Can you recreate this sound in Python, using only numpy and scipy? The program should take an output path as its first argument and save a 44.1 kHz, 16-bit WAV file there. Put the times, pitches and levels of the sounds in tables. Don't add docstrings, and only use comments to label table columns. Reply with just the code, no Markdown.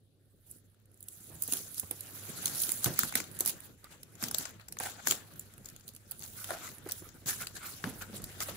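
import sys
import numpy as np
from scipy import signal
from scipy.fft import rfft, irfft
from scipy.io import wavfile

SR = 44100
rng = np.random.default_rng(int(sys.argv[2]) if len(sys.argv) > 2 else 0)


def attenuation_scalar(level_db):
    decades = np.asarray(level_db, float) / 20
    return 10 ** decades


def waveform_to_disk(signal):
    frames = np.transpose(np.atleast_2d(signal))
    scaled = np.clip(frames, -1, 1) * 32767
    samples = np.round(scaled).astype(np.int16)
    wavfile.write(sys.argv[1], SR, samples)


N = 377496
SIZE, BURST = 8192, 4096
HZ = np.maximum(np.arange(SIZE // 2 + 1) * SR / SIZE, 1)
SNAP_LEAD_S = 0.004


def in_time(rows):
    s, *columns = np.transpose(rows)
    return [np.interp(np.arange(N) / SR, s, c) for c in columns]


def drift(rate):
    r = np.exp(-40 * np.pi * rate / SR)
    slow = signal.lfilter([1], [1, -2 * r, r * r], rng.standard_normal(N // 20 + 2002))
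    slow = slow[2000:]
    return np.interp(np.arange(N) / 20, np.arange(len(slow)), slow / slow.std())


def two_ports(mid, side, alike):
    return np.sqrt(1 + alike) * mid + np.sqrt(1 - alike) * side * [[1], [-1]]


def pair(alike):
    mid, side = rng.standard_normal((2, N))
    return two_ports(mid, side, np.clip(alike, 0, 1)) / np.sqrt(2)


def band_pass(x, low_hz, high_hz, order=1):
    return signal.sosfilt(signal.butter(order, [low_hz, high_hz], "band", fs=SR, output="sos"), x)


def placed(sounds, times):
    out = np.zeros((2, N + sounds.shape[-1]))
    for sound, s in zip(sounds, times):
        at = int(s * SR)
        out[:, at:at + sound.shape[-1]] += sound
    return out[:, :N]


def at_hz(points):
    hz, level_db = np.array(points).T
    return np.interp(np.log(HZ), np.log(hz), level_db)


# (f [Hz], level [dB per Hz])
LEFT_PORT = [(25, 7), (100, 11.5), (300, 6), (1000, -6.5), (1450, 1), (2000, -5), (2600, -7.5),
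             (4000, -5.5), (5200, -7), (7600, 3.5), (8600, -5.5), (13500, -9), (15500, 1)]
RIGHT_PORT = [(25, 10.5), (100, 14.5), (300, 3), (1000, -7), (1550, -3), (2600, -8), (4000, -16),
              (5800, -18), (8600, -3), (9600, 6), (14600, -0.5), (15500, 9)]


def through_ports(x, low_hz, high_hz):
    edges = 1 / np.sqrt((1 + (low_hz / HZ) ** 10) * (1 + (HZ / high_hz) ** 10))
    gain = attenuation_scalar(np.array([at_hz(LEFT_PORT), at_hz(RIGHT_PORT)])) * edges
    gain = gain / np.sqrt(np.mean(gain ** 2) / 2)
    cepstrum = irfft(np.log(gain + 1e-5), SIZE)
    cepstrum[:, 1:SIZE // 2] *= 2
    cepstrum[:, SIZE // 2 + 1:] = 0
    response = irfft(np.exp(rfft(cepstrum)), SIZE)[:, :int(40 * SR / low_hz)]
    return signal.oaconvolve(x, response, axes=1)[:, :N]


# (t [s], hum level [dB], rumble level [dB])
ROOM_LEVELS = [(0.0, -70.5, -79.5), (1.07, -66.5, -76), (1.4, -63, -74.5), (3.38, -60.5, -70),
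               (3.69, -66, -73.5), (7.77, -62.5, -68.5), (8.56, -56, -62)]
HUM_HZ = 100


def hum():
    hum_db, rumble_db = in_time(ROOM_LEVELS)
    phase = 2 * np.pi * HUM_HZ * np.arange(N) / SR + 0.78 * drift(6.0)
    line = np.sqrt(2) * np.sin(phase) * attenuation_scalar(hum_db + 2.3 * drift(7.4)) * attenuation_scalar([[-1.5], [1.2]])
    hiss = through_ports(pair(0.05) * attenuation_scalar(-87.5), 3300, 4700)
    rumble = through_ports(pair(0.83) * attenuation_scalar(rumble_db + 3.0 + 2.2 * drift(6.6)), 22, 135)
    return line + hiss + rumble


# (t [s], weight on the panel [dB], slide over the foil [dB])
HANDS = [(0.0, -73.5, -97), (0.9, -71.5, -82.5), (1.15, -67.5, -59.5), (1.9, -63.5, -57.5),
         (2.44, -54.5, -48.5), (2.8, -59, -46), (3.27, -60.5, -61), (3.55, -58, -57.5),
         (3.77, -66.5, -72.5), (4.18, -64, -68.5), (4.56, -66.5, -73), (5.28, -62.5, -66.5),
         (5.85, -67, -72), (6.3, -65.5, -73), (6.84, -63, -78), (7.199, -63, -65), (7.75, -62.5, -61.5),
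         (8.56, -55.5, -56)]
# (peak t [s], fade [s], level [dB], brightness [dB])
PEEL_STROKES = [(0.509, 0.16, -61.5, 6), (1.109, 0.086, -64, 14), (1.43, 0.11, -53.5, 8),
                (1.54, 0.21, -42, 4.5), (1.78, 0.07, -44.5, 7.5), (2.466, 0.042, -47, 8),
                (2.612, 0.24, -40.5, 7.5), (2.836, .03, -44, 5), (2.858, 0.071, -39, 1),
                (3.004, 0.16, -38.5, 2.5), (3.175, 0.08, -38, 0), (3.478, 0.054, -34.5, 4),
                (3.624, 0.073, -58, 4), (3.926, 0.054, -53.5, -1.5), (4.233, 0.073, -42, 0.5),
                (4.4, 0.13, -42, 0), (4.612, 0.03, -57.5, -3.5), (5.094, 0.1, -36.5, 0.5)]
# (peak t [s], fade [s], level [dB], brightness [dB])
RUB_STROKES = [(5.412, 0.49, -63, 1), (5.675, 0.27, -61, 0.5), (5.893, 0.079, -59, 4),
               (6.122, 0.034, -62, -4), (6.242, 0.04, -52.5, 0), (6.4, 0.57, -49.5, 5),
               (6.537, 0.26, -49, -1.5), (6.657, 0.11, -46, 1), (6.904, 0.064, -49.5, -1),
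               (6.983, 0.14, -51, 5), (7.413, 0.083, -43.5, 1.5), (7.677, 0.22, -47, 2.5),
               (7.87, 0.24, -52.5, 0), (8.021, 0.03, -48, -5), (8.43, 0.19, -51, 1.5),
               (8.493, 0.031, -45.5, -3.5)]
# (peak t [s], fade [s], level [dB], brightness [dB], start t [s])
SWIPES = [(7.297, 0.09, -35, 3.5, 7.257), (7.568, 0.037, -44, -1.1, 7.55), (8.163, 0.046, -45, 2.5, 8.135),
          (0.37, .4, -90, 13, 0.25), (8.424, .03, -39.5, 0.2, 8.404), (3.33, .16, -62, 9, 3.314),
          (4.85, .16, -42.5, .4, 4.799)]
# (level [dB], share of brightness, share of level, slowness)
FOLLOW = [
    (-8, -1.7, 0.85, 1.44),
    (-4, -0.25, 1.126, 0.92),
    (0.2, 0.68, 0.97, 0.84),
    (-14.5, -0.9, 0.98, 1.6),
]
# (level [dB], share of weight, share of slide)
REST = [
    (-5, 1.31, 0.25),
    (-2.4, 0.43, 0.78),
    (1.5, -0.33, 1.23),
    (-2, 0.92, 0.015),
]
STILL_DB = [-103, -108, -83, -95]
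FADE_DB, ROUNDNESS = 19, 1.014
RISE_SHARE, SWIPE_RISE_SHARE = 0.63, 1.2
BREAK_S = 0.0025


def effort(zone):
    t = np.arange(0, N + 64, 64) / SR
    rows = [(*row, -1) for row in PEEL_STROKES + RUB_STROKES] + SWIPES
    s, fade, level_db, bright_db, start = np.transpose(rows)[:, :, None]
    offset_db, by_bright, by_level, slowness = FOLLOW[zone]
    rise_share = np.where(start < 0, RISE_SHARE, SWIPE_RISE_SHARE)
    away = np.maximum(t - s, (s - t) / rise_share) / (fade * slowness)
    peak_db = offset_db + by_bright * bright_db + by_level * (level_db + 60)
    strokes = attenuation_scalar(peak_db - FADE_DB * away ** ROUNDNESS)
    strokes = strokes * np.clip((t - start) / BREAK_S, 0, 1)
    at, weight_db, slide_db = np.transpose(HANDS)
    offset_db, by_weight, by_slide = REST[zone]
    rest_db = offset_db + by_weight * (weight_db + 60) + by_slide * (slide_db + 60)
    rest = attenuation_scalar(np.interp(t, at, rest_db))
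    power = attenuation_scalar(STILL_DB[zone] + 60) ** 2 + rest ** 2 + np.sum(strokes ** 2, axis=0)
    return np.interp(np.arange(N) / SR, t, 10 * np.log10(power) - 60)


# (t [s], peak level [dB], f [Hz], t60 [s])
THUMPS = [(1.311, -39.5, 100, 0.65), (1.3, -45, 302, 0.27), (1.484, -31.5, 290, 0.057),
          (1.525, -37.5, 280, 0.25), (1.83, -21, 110, 0.041), (1.91, -33, 460, 0.1),
          (2.533, -41, 500, 0.052), (2.571, -42.5, 250, 0.073), (2.64, -42.5, 200, 0.13),
          (2.688, -44, 300, 0.14), (2.86, -18, 169, 0.26), (3.035, -27.5, 202, 0.14),
          (3.153, -25, 247, 0.096), (3.406, -33, 380, 0.2), (4.226, -34.5, 237, 0.66), (4.3, -40, 85, .4),
          (4.806, -24, 825, 0.037), (5.11, -38, 375, 0.37), (6.2, -44.5, 168, 0.29),
          (6.506, -31.5, 600, 0.2), (6.861, -32.5, 400, 0.13), (7.02, -37.5, 330, 0.11),
          (7.065, -45.5, 450, 0.093), (7.22, -46, 300, .1), (7.258, -33, 151, 0.16), (7.84, -23, 148, 0.26),
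          (7.87, -33, 260, .55), (8.128, -38, 209, 0.58), (8.195, -30, 171, 0.064), (8.228, -34, 145, 0.12),
          (8.486, -32, 570, 0.15)]


def thumps():
    t, sounds = np.arange(SIZE) / SR, []
    rough = rng.standard_normal((len(THUMPS), 3, SIZE))
    for (s, peak_db, hz, t60), noise in zip(THUMPS, rough):
        wobble = band_pass(noise[0] + 0.46 * noise[1:], 0.59 * hz, 1.14 * hz)
        tone = np.sin(2 * np.pi * hz * t) * attenuation_scalar(-60 * t / (0.2 * t60))
        tail = 0.32 * wobble / wobble.std() * attenuation_scalar(-60 * t / t60)
        soft_touch = 1 - np.exp(-3.0 * hz * t)
        sounds.append(attenuation_scalar(peak_db - 1.0) * (tone + tail) * soft_touch)
    knocks = placed(np.array(sounds), np.array(THUMPS)[:, 0]) * attenuation_scalar([[-1.3], [1.3]])
    knocks = signal.sosfilt(signal.butter(4, 70, "high", fs=SR, output="sos"), knocks)
    handling = pair(0.7) * attenuation_scalar(effort(zone=3) + 3.0 * drift(20))
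    return knocks + through_ports(handling, 120, 600)


# (middle t [s], length [s], rms level [dB], flap f [Hz])
SCUFFS = [(4.839, 0.055, -46, 750), (4.866, 0.03, -38, 790), (4.893, 0.03, -47, 780),
          (3.856, 0.06, -57.5, 1270), (4.996, 0.034, -48.5, 780), (4.96, .02, -55, 750),
          (7.07, .06, -58.5, 1310), (6.538, 0.12, -43, 705), (6.416, 0.13, -55.5, 1420),
          (6.653, 0.11, -50, 1310), (7.312, 0.075, -42.5, 1670), (7.424, 0.052, -42.5, 1460),
          (7.66, 0.12, -47.5, 1390), (8.023, 0.03, -48.5, 1600), (8.419, 0.033, -41, 1300)]
FLAP_WIDTH = 0.07
OVERTONE_HZ, OVERTONE_DB_PER_KHZ = 680, -7
SLIP_DB = 3.5


def scuffs():
    t, sounds = np.arange(SIZE) / SR, []
    slips = rng.standard_normal((len(SCUFFS), 4, SIZE))
    for (s, length, level_db, hz), noise in zip(SCUFFS, slips):
        grain = attenuation_scalar(SLIP_DB * np.interp(t, np.arange(64) * 0.004, noise[3, :64]))
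        drive, flap = grain * (noise[0] + noise[1:3]), 0
        for mode_hz, mode_db in (hz, 0), (hz + OVERTONE_HZ, OVERTONE_DB_PER_KHZ * hz / 1000):
            mode = band_pass(drive, mode_hz / (1 + FLAP_WIDTH), mode_hz * (1 + FLAP_WIDTH))
            flap = flap + attenuation_scalar(mode_db) * mode
        flap = flap * np.sin(np.pi * np.minimum(t / length, 1) ** 0.79)
        sounds.append(attenuation_scalar(level_db - 3) * flap / flap[:, t < length].std())
    return placed(np.array(sounds), [s - length / 2 for s, length, *_ in SCUFFS])


def patchy_hiss(patchy_db, rate, alike_hz):
    edges, white, out = np.geomspace(500, 19000, 17), rng.standard_normal((2, 2, N)), 0
    for k, (low, high) in enumerate(zip(edges, edges[1:])):
        mid, side = band_pass(white[k % 2], low, high, order=2)
        alike = np.clip(alike_hz / low - 0.1, 0, 0.9)
        out = out + attenuation_scalar(patchy_db * drift(rate)) * two_ports(mid, side, alike)
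    return out / out.std()


def crackle(per_s, spread_db, cycles):
    sizes = attenuation_scalar(spread_db * np.minimum(rng.exponential(1, N), 2.4))
    happens = rng.random(N) < per_s * attenuation_scalar(5 * drift(30)) / SR
    clicks = sizes * happens * rng.choice([-1, 1], (2, N))
    patch, out = rng.integers(0, 20, N), 0
    for k, hz in enumerate(np.geomspace(650, 15000, 20)):
        r, w = attenuation_scalar(-60 * hz / (cycles * SR)), 2 * np.pi * hz / SR
        struck = clicks * (patch == k) + 1e-18
        out = out + hz * signal.lfilter([0, np.sin(w)], [1, -2 * r * np.cos(w), r * r], struck)
    return out / out.std()


def facets(count, spread_db, width_hz):
    noise = rng.standard_normal((count, 3, BURST))
    knots = rng.standard_normal((count, 64))
    hz = np.arange(BURST // 2 + 1) * SR / BURST
    bumps = attenuation_scalar(spread_db * np.array([np.interp(hz / width_hz, np.arange(64), k) for k in knots]))
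    bumps /= np.sqrt(np.mean(bumps ** 2, axis=1, keepdims=True))
    ports = noise[:, 1:] + 0.054 * noise[:, :1]
    return irfft(rfft(ports) * bumps[:, None], BURST)


def snap_envelope(levels_db, crack_t60, tail_t60, tail_db):
    t = np.arange(BURST) / SR - SNAP_LEAD_S
    build = attenuation_scalar(60 * np.minimum(t, 0) / 0.0057)
    after = np.maximum(t, 0)
    crack = 0.68 * attenuation_scalar(-60 * after / 0.0035) + attenuation_scalar(-60 * after / crack_t60)
    tail = attenuation_scalar(tail_db)[:, None] * attenuation_scalar(-60 * after / tail_t60)
    return (attenuation_scalar(levels_db)[:, None] * build * (crack + tail))[:, None]


def evened(noise, envelope, low_hz, high_hz):
    hz = np.arange(BURST // 2 + 1) * SR / BURST
    burst = noise * envelope
    inside = rfft(burst)[..., (hz > low_hz) & (hz < high_hz)]
    got = np.mean(np.abs(inside) ** 2, axis=(1, 2), keepdims=True)
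    return burst * np.sqrt(np.sum(envelope ** 2, axis=2, keepdims=True) / got)


# (t [s], peak level [dB], body re peak [dB], rustle re peak [dB])
PEEL_SNAPS = [(0.513, -31.5, -48, -37), (0.7457, -56, -15, -17), (0.8001, -58, -18, -19),
              (0.857, -50, -22, -29), (0.9163, -50, -27, -26), (0.9433, -46.5, -34, -29),
              (1.0066, -36, -43, -23), (1.0281, -32, -54, -26), (1.0854, -27, -53.5, -19),
              (1.4227, -17, -40, -23), (1.4365, -19, -40, -29), (1.478, -23.5, -35, -24),
              (1.5237, -13.5, -27, -15.5), (1.5356, -14, -28, -14), (1.5698, -22, -21.5, -20),
              (1.7444, -27, -39, -18), (1.7814, -24, -34, -19), (1.7978, -15.5, -40, -19),
              (1.9111, -16.5, -24, -21.5), (2.008, -22, -38, -20)]
LAY_SNAPS = [(2.4575, -12, -30, -11), (2.4708, -21, -23, -12), (2.4798, -25, -32, -5),
             (2.5353, -29, -30, -15), (2.602, -20, -42, -16), (2.6192, -17.5, -49, -18),
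             (2.6356, -17.5, -30, -11.5), (2.6923, -16.5, -23, -16), (2.7192, -12.5, -32, -18),
             (2.844, -8, -31, -13.5), (2.8601, -22, -4, -21), (2.9909, -9, -20, -13),
             (3.034, -18.5, -10.5, -12), (3.1547, -10.5, -14.5, -14), (3.2028, -22.5, -10.5, -11),
             (3.407, -12, -24, -13.5), (3.4605, -12.5, -28, -17), (3.4762, -18, -22, -24),
             (3.4945, -18, -26, -13.5), (3.6047, -34, -24, -23), (3.8433, -35, -18, -13.5),
             (4.032, -32.5, -22, -11)]
PRESS_SNAPS = [(4.154, -45, -21, -5), (4.2266, -22, -13, -19), (4.2388, -16.5, -19, -9.5),
               (4.2844, -24.5, -16, -7.5), (4.3127, -20, -18.5, -12.5), (4.3459, -17, -17, -8),
               (4.3846, -14, -45, -15.5), (4.4545, -34, -1.5, 1), (4.5982, -50.5, 4, -17),
               (4.685, -33.5, -16, -9.5), (4.7248, -24.5, -27, -15), (4.77, -39, -2.5, -15),
               (4.788, -28.5, -34, -5), (4.801, -21, -13.5, -30), (4.8364, -28.5, -8, -11),
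               (5.0719, -11.5, -14, -9.5), (5.085, -18, -27, -16), (5.101, -29, -17, -15),
               (5.1105, -13, -14.5, -7), (5.122, -21, -6, -8), (5.3957, -26, -42, -17),
               (5.5386, -38.5, -22, -22), (5.5802, -37.5, -16, -26), (5.658, -32, -48, -7),
               (5.688, -33.5, -31, -8.5), (5.7635, -37.5, -19, -9.5), (5.809, -49.5, -13, -2),
               (5.88, -28.5, -43, -15)]
SMOOTH_SNAPS = [(5.964, -33.5, -22.5, -13), (6.112, -24, -33, -21), (6.194, -33, -38, -17),
                (6.2236, -31, -20, -9.5), (6.239, -31.5, -60.5, -7.5), (6.4435, -26, -14, -11.5),
                (6.5066, -26.5, -2.5, -26), (6.69, -34, -12, -17), (6.7836, -33.5, -25, -23),
                (6.89, -28, -15, -15), (6.8962, -32, -9, -8), (6.9115, -28, -24, -7),
                (6.9205, -18, -34, -12.5), (7.09, -41, -14, -7.5), (7.4708, -26.5, -11, -5.5),
                (7.5545, -41, -47, -12), (7.841, -34, 6, -4), (8.2414, -24.5, -40, -12.5),
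                (8.4051, -21.5, -12.5, -8.5), (8.4862, -30, -11, -21.5)]
# (t [s], peak level [dB], body re peak [dB], rustle re peak [dB])
GLUE_TICKS = [(.585, -49, -30, -19.5), (.7, -55, -27, -25), (0.975, -49, -41, -25), (1.04, -40, -40, -27),
              (1.2414, -40, -27, -22), (2.572, -34, -13, -15), (3.094, -29, -16, -12),
              (3.125, -31, -5, -10), (3.14, -31, -6, -14), (3.2409, -37, -18, -5), (3.3147, -37, -26, -22),
              (3.3687, -33, -24, -20), (3.3905, -24, -27, -22), (3.4, -23, -19, -15),
              (3.451, -23, -27, -16), (4.41, -35, -10, -5), (4.493, -42, -16, -14), (4.51, -42, -25, -20),
              (5.337, -41, -36, -14), (5.36, -41, -36, -15), (5.41, -42, -36, -14), (5.6465, -45, -28, -8),
              (5.7, -39, -25, -10), (5.798, -46, -28, -13), (5.8892, -30.5, -35, -13),
              (5.937, -42, -25, -18), (5.95, -36, -26, -16), (6.0782, -47, -20, -14),
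              (6.118, -25.5, -23, -17), (6.205, -41, -31, -6), (6.213, -36, -35, -10),
              (6.233, -32, -23, -10), (6.25, -35, -26, -14), (6.262, -34, -28, -11), (6.279, -40, -28, -11),
              (6.8571, -44, -10, -10), (6.8733, -38.5, -14, -12), (7.2178, -51, -11, -13),
              (7.482, -41, -20, -9), (8.0146, -37, -12, -15), (8.168, -32, -17, -14),
              (8.2198, -34, -32, -18), (8.4595, -35, -10, -16)]


def creases():
    return np.transpose(PEEL_SNAPS + LAY_SNAPS + PRESS_SNAPS + SMOOTH_SNAPS + GLUE_TICKS)


# (low f [Hz], high f [Hz], crackle share, flicker [dB], crack t60 [s], tail t60 [s])
ZONES = [
    (600, 3710, 0.32, 1.0, 0.016, 0.22),
    (3910, 7220, 0.23, 1, 0.018, 0.26),
    (7990, 13400, 0.16, 2.5, 0.015, 0.18),
]
CREST_DB = [6.5, 5, 12]
TAIL_DB, TAIL_PER_BODY_DB, TAIL_PER_PEAK_DB = -13, 0.02, 0.23


def foil():
    s, peak_db, body_db, rustle_db = creases()
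    tail_db = TAIL_DB + TAIL_PER_BODY_DB * body_db + TAIL_PER_PEAK_DB * peak_db
    coloured = facets(len(s), spread_db=5.2, width_hz=700)
    small = crackle(500, spread_db=2.5, cycles=3.8)
    hiss = patchy_hiss(patchy_db=3.0, rate=13.9, alike_hz=446)
    together, out = drift(26), 0
    above_peak_db = [body_db, rustle_db, 0]
    for k, (low_hz, high_hz, share, flicker_db, crack_t60, tail_t60) in enumerate(ZONES):
        rub_db = effort(k)
        share = np.clip(share * (rub_db + 81.0) / 30, 0, 1)
        rub = np.sqrt(1 - share) * hiss + np.sqrt(share) * small
        rub = rub * attenuation_scalar(rub_db + flicker_db * (0.8 * together + 0.4 * drift(40)))
        snap_db = peak_db + above_peak_db[k] - CREST_DB[k]
        envelope = snap_envelope(snap_db, crack_t60, tail_t60, tail_db)
        snaps = placed(evened(coloured, envelope, low_hz, high_hz), s - SNAP_LEAD_S)
        out = out + through_ports(rub + snaps, low_hz, high_hz)
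    return out


def scene():
    return hum() + thumps() + scuffs() + foil()


def top_cut(x):
    return signal.sosfilt(signal.butter(12, 16970, fs=SR, output="sos"), x)


def record(dry):
    low_pass = signal.cheby2(16, 42, 15900, fs=SR, output="sos")
    mix = signal.sosfilt(low_pass, dry)
    return top_cut(mix)


dry = scene()
out = record(dry)
waveform_to_disk(out)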